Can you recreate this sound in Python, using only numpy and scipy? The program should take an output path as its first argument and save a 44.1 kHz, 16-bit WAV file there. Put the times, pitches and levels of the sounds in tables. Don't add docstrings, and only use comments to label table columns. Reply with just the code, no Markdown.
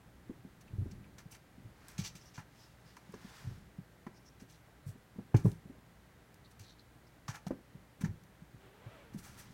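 import sys
import numpy as np
from scipy import signal
from scipy.fft import rfft, irfft, next_fast_len
from scipy.io import wavfile

SR = 44100
rng = np.random.default_rng(int(sys.argv[2]) if len(sys.argv) > 2 else 0)


def transcribe(signal):
    frames = np.atleast_2d(signal).T
    limited = np.clip(frames, -1, 1)
    pcm = np.round(limited * 32767).astype(np.int16)
    wavfile.write(sys.argv[1], SR, pcm)


N = 420273
TIME = np.arange(N) / SR

# frequency_hz, level_db
CLOTH_BODY = [(300, -12), (550, -7), (820, -1), (1350, 0), (1850, -1), (2400, -7), (3500, -22), (9000, -32)]


def from_db(db):
    return 10 ** (np.asarray(db) / 20)


def unit_rms(x):
    return x / np.sqrt(np.mean(x ** 2) + 1e-20)


def add(out, start_s, sound):
    at = int(np.clip(round(start_s * SR), 0, N - 1))
    out[at:at + len(sound)] += sound[:N - at]


def coloured(noise, spectrum):
    size = next_fast_len(N)
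    hz, db = np.transpose(spectrum)
    bin_hz = np.arange(size // 2 + 1) * SR / size
    gain = from_db(np.interp(np.log(bin_hz + 1), np.log(hz), db))
    return unit_rms(irfft(rfft(noise, size) * gain, size)[:N])


def drift(rate_hz):
    knots = rng.standard_normal(int(N / SR * rate_hz) + 2)
    return unit_rms(np.interp(TIME * rate_hz, np.arange(len(knots)), knots))


def swell(peak_s, rise_s, fall_s):
    away = np.maximum((peak_s - TIME) / rise_s, (TIME - peak_s) / fall_s)
    return from_db(-20 * np.minimum(away, 4) ** 1.6)


def ring(x, hz, t60_s):
    radius, angle = from_db(-60 / (t60_s * SR)), 2 * np.pi * hz / SR
    return signal.lfilter([0, np.sin(angle)], [1, -2 * radius * np.cos(angle), radius ** 2], x + 1e-18)


def resonate(x, hz, width_hz):
    return signal.lfilter(*signal.iirpeak(hz, hz / width_hz, fs=SR), x)


def fibre_friction(slips_per_s, hiss_gain, clump_db):
    slips = unit_rms((rng.random(N) < slips_per_s / SR) * rng.standard_normal(N))
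    return (slips + hiss_gain * rng.standard_normal(N)) * from_db(clump_db * drift(220))


def footfalls(onset_delay_s=.0022, settle_s=.018, settle_db=-17, steps_per_s=1.5):
    # start_s, level_db, pitch_hz, pat_db
    bumps = [(0.293, -36, 283, -45), (0.445, -43, 194, -53), (0.728, -36, 105, -60),
             (0.779, -26, 91.5, -56), (0.814, -30, 118, -52), (0.855, -35, 80.7, -48),
             (1.253, -41, 148, -58), (1.576, -45, 199, -66), (1.642, -44, 110, -65), (1.986, -26, 164, -57),
             (2.005, -35, 116, -59), (2.146, -47, 167, -61), (2.376, -39, 143, -57), (2.396, -46, 167, -59),
             (3.089, -44, 180, -64), (3.136, -40, 425, -47), (3.243, -39, 188, -56), (3.443, -39, 124, -63),
             (3.465, -31, 116, -65), (3.507, -40, 129, -65), (3.782, -34, 167, -58), (4.063, -36, 221, -50),
             (4.417, -42, 221, -56), (4.86, -34, 132, -68), (4.88, -36, 116, -66), (4.95, -46, 218, -57),
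             (5.156, -46, 183, -61), (5.183, -33, 202, -44), (5.34, -12, 121, -29), (5.444, -15, 159, -33),
             (5.459, -16, 127, -32), (5.65, -43, 172, -57), (5.694, -45, 264, -53), (6.596, -44, 99.6, -64),
             (7.284, -31, 132, -60), (7.463, -30, 175, -49), (7.504, -28, 250, -34), (7.745, -42, 145, -61),
             (8.007, -36, 196, -52), (8.033, -22, 172, -46), (8.052, -27, 178, -47),
             (8.084, -32, 96.9, -62), (8.416, -42, 167, -64), (8.537, -45, 132, -60),
             (8.858, -39, 121, -56), (9.142, -35, 213, -55), (9.155, -33, 175, -58)]
    landings = [(s + onset_delay_s, db, hz, pat_db) for s, db, hz, pat_db in bumps]
    settling = [(s + settle_s, db + settle_db, hz * .85, pat_db + settle_db)
                for s, db, hz, pat_db in landings]
    chances = rng.random((int(steps_per_s * N / SR), 2))
    steps = [(when * N / SR, -53, 160 * 2 ** (pitch - .5), -68) for when, pitch in chances]
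    return landings + settling + steps


def thumps(falls, strike_db, mode_db):
    # frequency_hz, level_db, t60_s
    floor_modes = [(48, -17, .3), (110, -21, .13), (172, -19, .09), (318, -22, .1), (410, -22, .05),
                   (610, -25, .06), (745, -25, .06), (1020, -27, .05)]
    force, t = np.zeros(N), TIME[:SR // 6]
    for start_s, db, hz, _ in falls:
        cycles = t * hz
        envelope = (cycles * np.exp(1 - cycles)) ** 2
        add(force, start_s, from_db(db + strike_db) * envelope * np.sin(2 * np.pi * hz * t))
    jolt = np.diff(force, prepend=0)
    return force + from_db(mode_db) * sum(from_db(db) * ring(jolt, hz, t60) for hz, db, t60 in floor_modes)


def pats(falls, level_db, rise_s, limit_db):
    # frequency_hz, level_db
    puff_spectrum = [(150, -6), (270, 0), (380, -3), (500, -17), (900, -23), (1600, -35), (4000, -58)]
    force, age = np.zeros(N), TIME[:SR // 8] / rise_s
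    for start_s, _, _, db in falls:
        add(force, start_s, from_db(min(db, limit_db) + level_db) * age * np.exp(1 - age))
    return force * coloured(rng.standard_normal(N), puff_spectrum)


def knocks(contact_s, level_db, panel_db=-3.5, db_per_octave=-22, blow_t60_s=.014):
    # start_s, level_db, pitch_hz
    blows = [(.857, -44, 310), (2.379, -48, 1000), (2.968, -52, 1000), (3.14, -48, 1100), (4.066, -45, 990),
             (5.188, -45, 420), (5.343, -31, 780), (5.346, -21, 330), (5.455, -27, 395), (5.456, -44, 1000),
             (5.752, -52, 600), (7.282, -36, 1150), (7.467, -39, 700), (7.507, -29, 540), (7.515, -42, 520),
             (8.045, -43, 1600)]
    # frequency_hz, level_db, t60_s
    panel_modes = [(318, -1, .07), (390, 0, .055), (520, -5, .035), (740, -4, .022), (850, -5, .04),
                   (990, -1, .06), (1345, -1, .045), (1720, -1, .035)]
    out, t = np.zeros(N), TIME[:SR // 8]
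    for start_s, db, blow_hz in blows:
        modes = [(hz, panel_db + mode_db + db_per_octave * abs(np.log2(hz / blow_hz)), t60)
                 for hz, mode_db, t60 in panel_modes]
        for hz, partial_db, t60 in [(blow_hz, 0, blow_t60_s)] + modes:
            envelope = (1 - np.exp(-t / contact_s)) * from_db(-60 * t / t60)
            partial = envelope / envelope.max() * np.sin(2 * np.pi * hz * t)
            add(out, start_s, from_db(db + partial_db + level_db) * partial)
    return out


def scuffs(level_db, release_power):
    # start_s, rise_s, fall_s (to -20 dB), body_db, hiss_db, edge_db
    shoves = [(.607, .004, .024, -80, -65, -65), (.908, .006, .026, -64, -61, -68),
              (1.181, .002, .04, -56, -56, -61), (1.305, .018, .027, -66, -56, -57),
              (1.336, .013, .03, -62, -59, -60), (1.883, .003, .08, -65, -61, -61),
              (1.979, .003, .09, -55, -45, -55), (2.03, .031, .04, -57, -42, -53),
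              (2.151, .003, .05, -68, -54, -61), (2.335, .021, .042, -66, -56, -68),
              (2.374, .007, .05, -50, -59, -67), (2.966, .002, .03, -58, -62, -68),
              (3.138, .003, .019, -53, -61, -69), (4.065, .002, .021, -51, -68, -90),
              (4.393, .013, .045, -65, -62, -66), (4.48, .02, .11, -78, -66, -69),
              (4.856, .03, .055, -72, -65, -59), (5.344, .002, .028, -41, -58, -61),
              (5.364, .003, .024, -59, -46, -54), (5.385, .01, .055, -57, -62, -63),
              (5.435, .018, .13, -62, -63, -60), (6.5, .015, .025, -72, -68, -69),
              (6.591, .005, .1, -74, -60, -65), (7.28, .0015, .056, -45, -47, -56),
              (7.325, .032, .036, -49, -55, -60), (7.465, .003, .022, -53, -52, -59),
              (7.506, .003, .021, -52, -69, -78), (8.005, .009, .032, -54, -55, -56),
              (8.037, .01, .034, -47, -54, -62), (9.134, .003, .04, -66, -66, -65),
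              (9.167, .022, .04, -64, -61, -58), (9.21, .045, .125, -60, -60, -59),
              (9.362, .036, .06, -58, -58, -56)]
    # frequency_hz, level_db
    hiss_spectrum = [(1500, -20), (2400, -1), (3300, -2), (4700, -1), (6100, 2), (7500, -4), (10000, -22)]
    edge_spectrum = [(5500, -18), (7800, 1), (11000, -2), (15500, -6)]
    # frequency_hz, width_hz, gain_db
    hollows = [(850, 50, -2), (1345, 45, -1), (1715, 55, -1), (2330, 50, 1), (2790, 40, -2), (4525, 60, -3),
               (5800, 160, -3), (6300, 60, -2)]
    friction, t = np.zeros(N), TIME[:SR // 3]
    grain = fibre_friction(slips_per_s=5000, hiss_gain=.8, clump_db=1.5)
    for band, spectrum in enumerate([CLOTH_BODY, hiss_spectrum, edge_spectrum]):
        power = np.zeros(N)
        for start_s, rise_s, fall_s, *band_db in shoves:
            attack = np.minimum(t / rise_s, 1)
            release = from_db(-20 * (np.maximum(t - rise_s, 0) / fall_s) ** release_power)
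            add(power, start_s, (from_db(band_db[band]) * attack * release) ** 2)
        band_grain = np.roll(grain, band * SR)
        friction += np.sqrt(power) * coloured(band_grain, spectrum)
    box = sum(from_db(db) * resonate(friction, hz, width_hz) for hz, width_hz, db in hollows)
    return from_db(level_db) * (friction + box)


def scratches(width_hz, rasp_db):
    # start_s, length_s, level_db, pitch_hz
    drags = [(.67, .035, -69, 2400), (1.03, .035, -69, 2450), (1.335, .04, -63, 2100),
             (2.2, .045, -66, 5600), (2.25, .06, -63, 5600), (2.56, .13, -69, 5200), (2.85, .08, -70, 5000),
             (4.14, .06, -69, 5300), (4.245, .06, -65, 5600), (4.53, .04, -72, 4000),
             (6.44, .035, -66, 4100), (6.62, .14, -64, 4050), (6.68, .06, -71, 5600),
             (6.778, .045, -66, 4200), (7.066, .02, -70, 5200)]
    out, grain = np.zeros(N), fibre_friction(slips_per_s=3000, hiss_gain=.7, clump_db=2.5)
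    for start_s, length_s, db, hz in drags:
        size, at = int(length_s * SR) + 2, int(start_s * SR)
        rasp = resonate(grain[at:at + size], hz, width_hz)
        narrow_zip = resonate(rasp, hz, width_hz)
        scratch = unit_rms(unit_rms(narrow_zip) + from_db(rasp_db) * unit_rms(rasp))
        add(out, start_s, from_db(db) * scratch * np.sqrt(np.hanning(size).clip(0)))
    return out


def ticks(decay_s, level_db):
    # start_s, level_db
    catches = [(1.8836, -39), (2.4049, -48), (2.9677, -49), (3.1238, -49), (5.5169, -41), (6.343, -49),
               (6.5969, -44), (7.4824, -44), (8.2372, -52)]
    out, t = np.zeros(N), TIME[:SR // 40]
    for start_s, db in catches:
        burst = rng.standard_normal(len(t)) * np.exp(-t / decay_s)
        crack = resonate(burst, hz=6500, width_hz=8000)
        add(out, start_s, from_db(db + level_db) * crack / np.abs(crack).max())
    return out


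def slides():
    # peak_s, rise_s, fall_s, body_db, hiss_db
    strokes = [(1.9, .22, .3, -65, -70), (2.24, .2, .22, -74, -70), (2.62, .14, .16, -71, -68),
               (2.89, .12, .14, -73, -72), (3.38, .42, .29, -61, -62.5), (9.4, .32, .45, -68, -68)]
    body_gain, hiss_gain = sum(np.outer(from_db(band_db), swell(peak_s, rise_s, fall_s))
                               for peak_s, rise_s, fall_s, *band_db in strokes)
    grain = fibre_friction(slips_per_s=6000, hiss_gain=1.5, clump_db=1.0)
    hiss = coloured(grain, [(1200, -25), (2800, 0), (5500, 0), (8500, -8), (15500, -14)])
    return body_gain * coloured(rng.standard_normal(N), CLOTH_BODY) + hiss_gain * hiss


def rub(note_db, wander, slow_hz=380, pitch_power=2.2):
    # peak_s, ramp_s, level_db, top_pitch_hz
    strokes = [(8.65, .09, -65, 380), (8.94, .33, -59, 650)]
    force, hz = 0, slow_hz
    for peak_s, ramp_s, db, top_hz in strokes:
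        speed = swell(peak_s, ramp_s, ramp_s)
        force += from_db(db) * speed
        hz += (top_hz - slow_hz) * speed ** pitch_power
    phase = 2 * np.pi * np.cumsum(hz * (1 + wander * drift(400))) / SR
    note = unit_rms(sum(np.sin(k * phase) / k for k in range(1, 5)))
    spectrum = [(150, -12), (400, 0), (1200, -6), (2000, -9), (3300, -11), (5000, -24), (15000, -34)]
    friction = coloured(rng.standard_normal(N), spectrum)
    return force * unit_rms(friction + from_db(note_db) * note)


def reverberation(x, t60_s, cutoff_hz, delay_s):
    t = TIME[:SR // 2]
    tail = rng.standard_normal(len(t)) * (t > delay_s) * from_db(-60 * t / t60_s)
    absorption = signal.butter(1, cutoff_hz, fs=SR, output="sos")
    tail = signal.sosfilt(absorption, tail / np.linalg.norm(tail))
    return signal.fftconvolve(x, tail)[:N]


def handling_rumble():
    # peak_s, level_db, rise_s, fall_s
    movements = [(.2, -65, 1.0, 1.0), (.82, -49, .18, .42), (1.62, -59, .16, .25), (2.05, -62, .2, .3),
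                 (3.49, -51, .1, .28), (5.46, -59, .1, .15), (8.07, -49, .1, .13), (9.25, -59, .35, .9)]
    # frequency_hz, level_db
    rumble_spectrum = [(20, -11), (50, 0), (75, -1), (115, 0), (150, -3), (200, -1), (270, -14), (380, -15),
                       (500, -29), (1000, -50)]
    gain = sum(from_db(db) * swell(peak_s, rise_s, fall_s) for peak_s, db, rise_s, fall_s in movements)
    return gain * coloured(rng.standard_normal(N), rumble_spectrum)


def mains_hum():
    # frequency_hz, rms_db
    partials = [(59.2, -72), (118.4, -70), (296.1, -79), (791.3, -87), (1319, -89), (1583, -84),
                (1976, -90)]
    return sum(from_db(db) * np.sqrt(2) * np.sin(2 * np.pi * hz * TIME + .6 * drift(5))
               for hz, db in partials)


def room_air(level_db):
    # frequency_hz, level_db
    air_spectrum = [(25, -22), (39, -9), (52, -1), (90, -2), (180, -1), (260, -7), (450, -10), (700, -12),
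                    (1100, -15.5), (1950, -16), (2550, -22), (4000, -25), (5200, -28.5), (15500, -32.5)]
    return from_db(level_db) * coloured(rng.standard_normal(N), air_spectrum)


def scene():
    falls = footfalls()
    play = thumps(falls, strike_db=-2.8, mode_db=-4.5)
    play += pats(falls, level_db=-.5, rise_s=.006, limit_db=-39)
    play += knocks(contact_s=.0015, level_db=-2.5)
    play += scratches(width_hz=950, rasp_db=-2) + ticks(decay_s=.0015, level_db=-2.5)
    play += scuffs(level_db=-2.2, release_power=1.35) + slides() + rub(note_db=-.5, wander=.045)
    reflections = from_db(-12.5) * reverberation(play, t60_s=.28, cutoff_hz=6000, delay_s=.005)
    background = room_air(level_db=-62.4) + mains_hum() + handling_rumble()
    return (play + reflections + background)[None]


def record(dry):
    return signal.sosfilt(signal.ellip(10, .1, 70, 15900, fs=SR, output="sos"), dry)


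dry = scene()
out = record(dry)
transcribe(out)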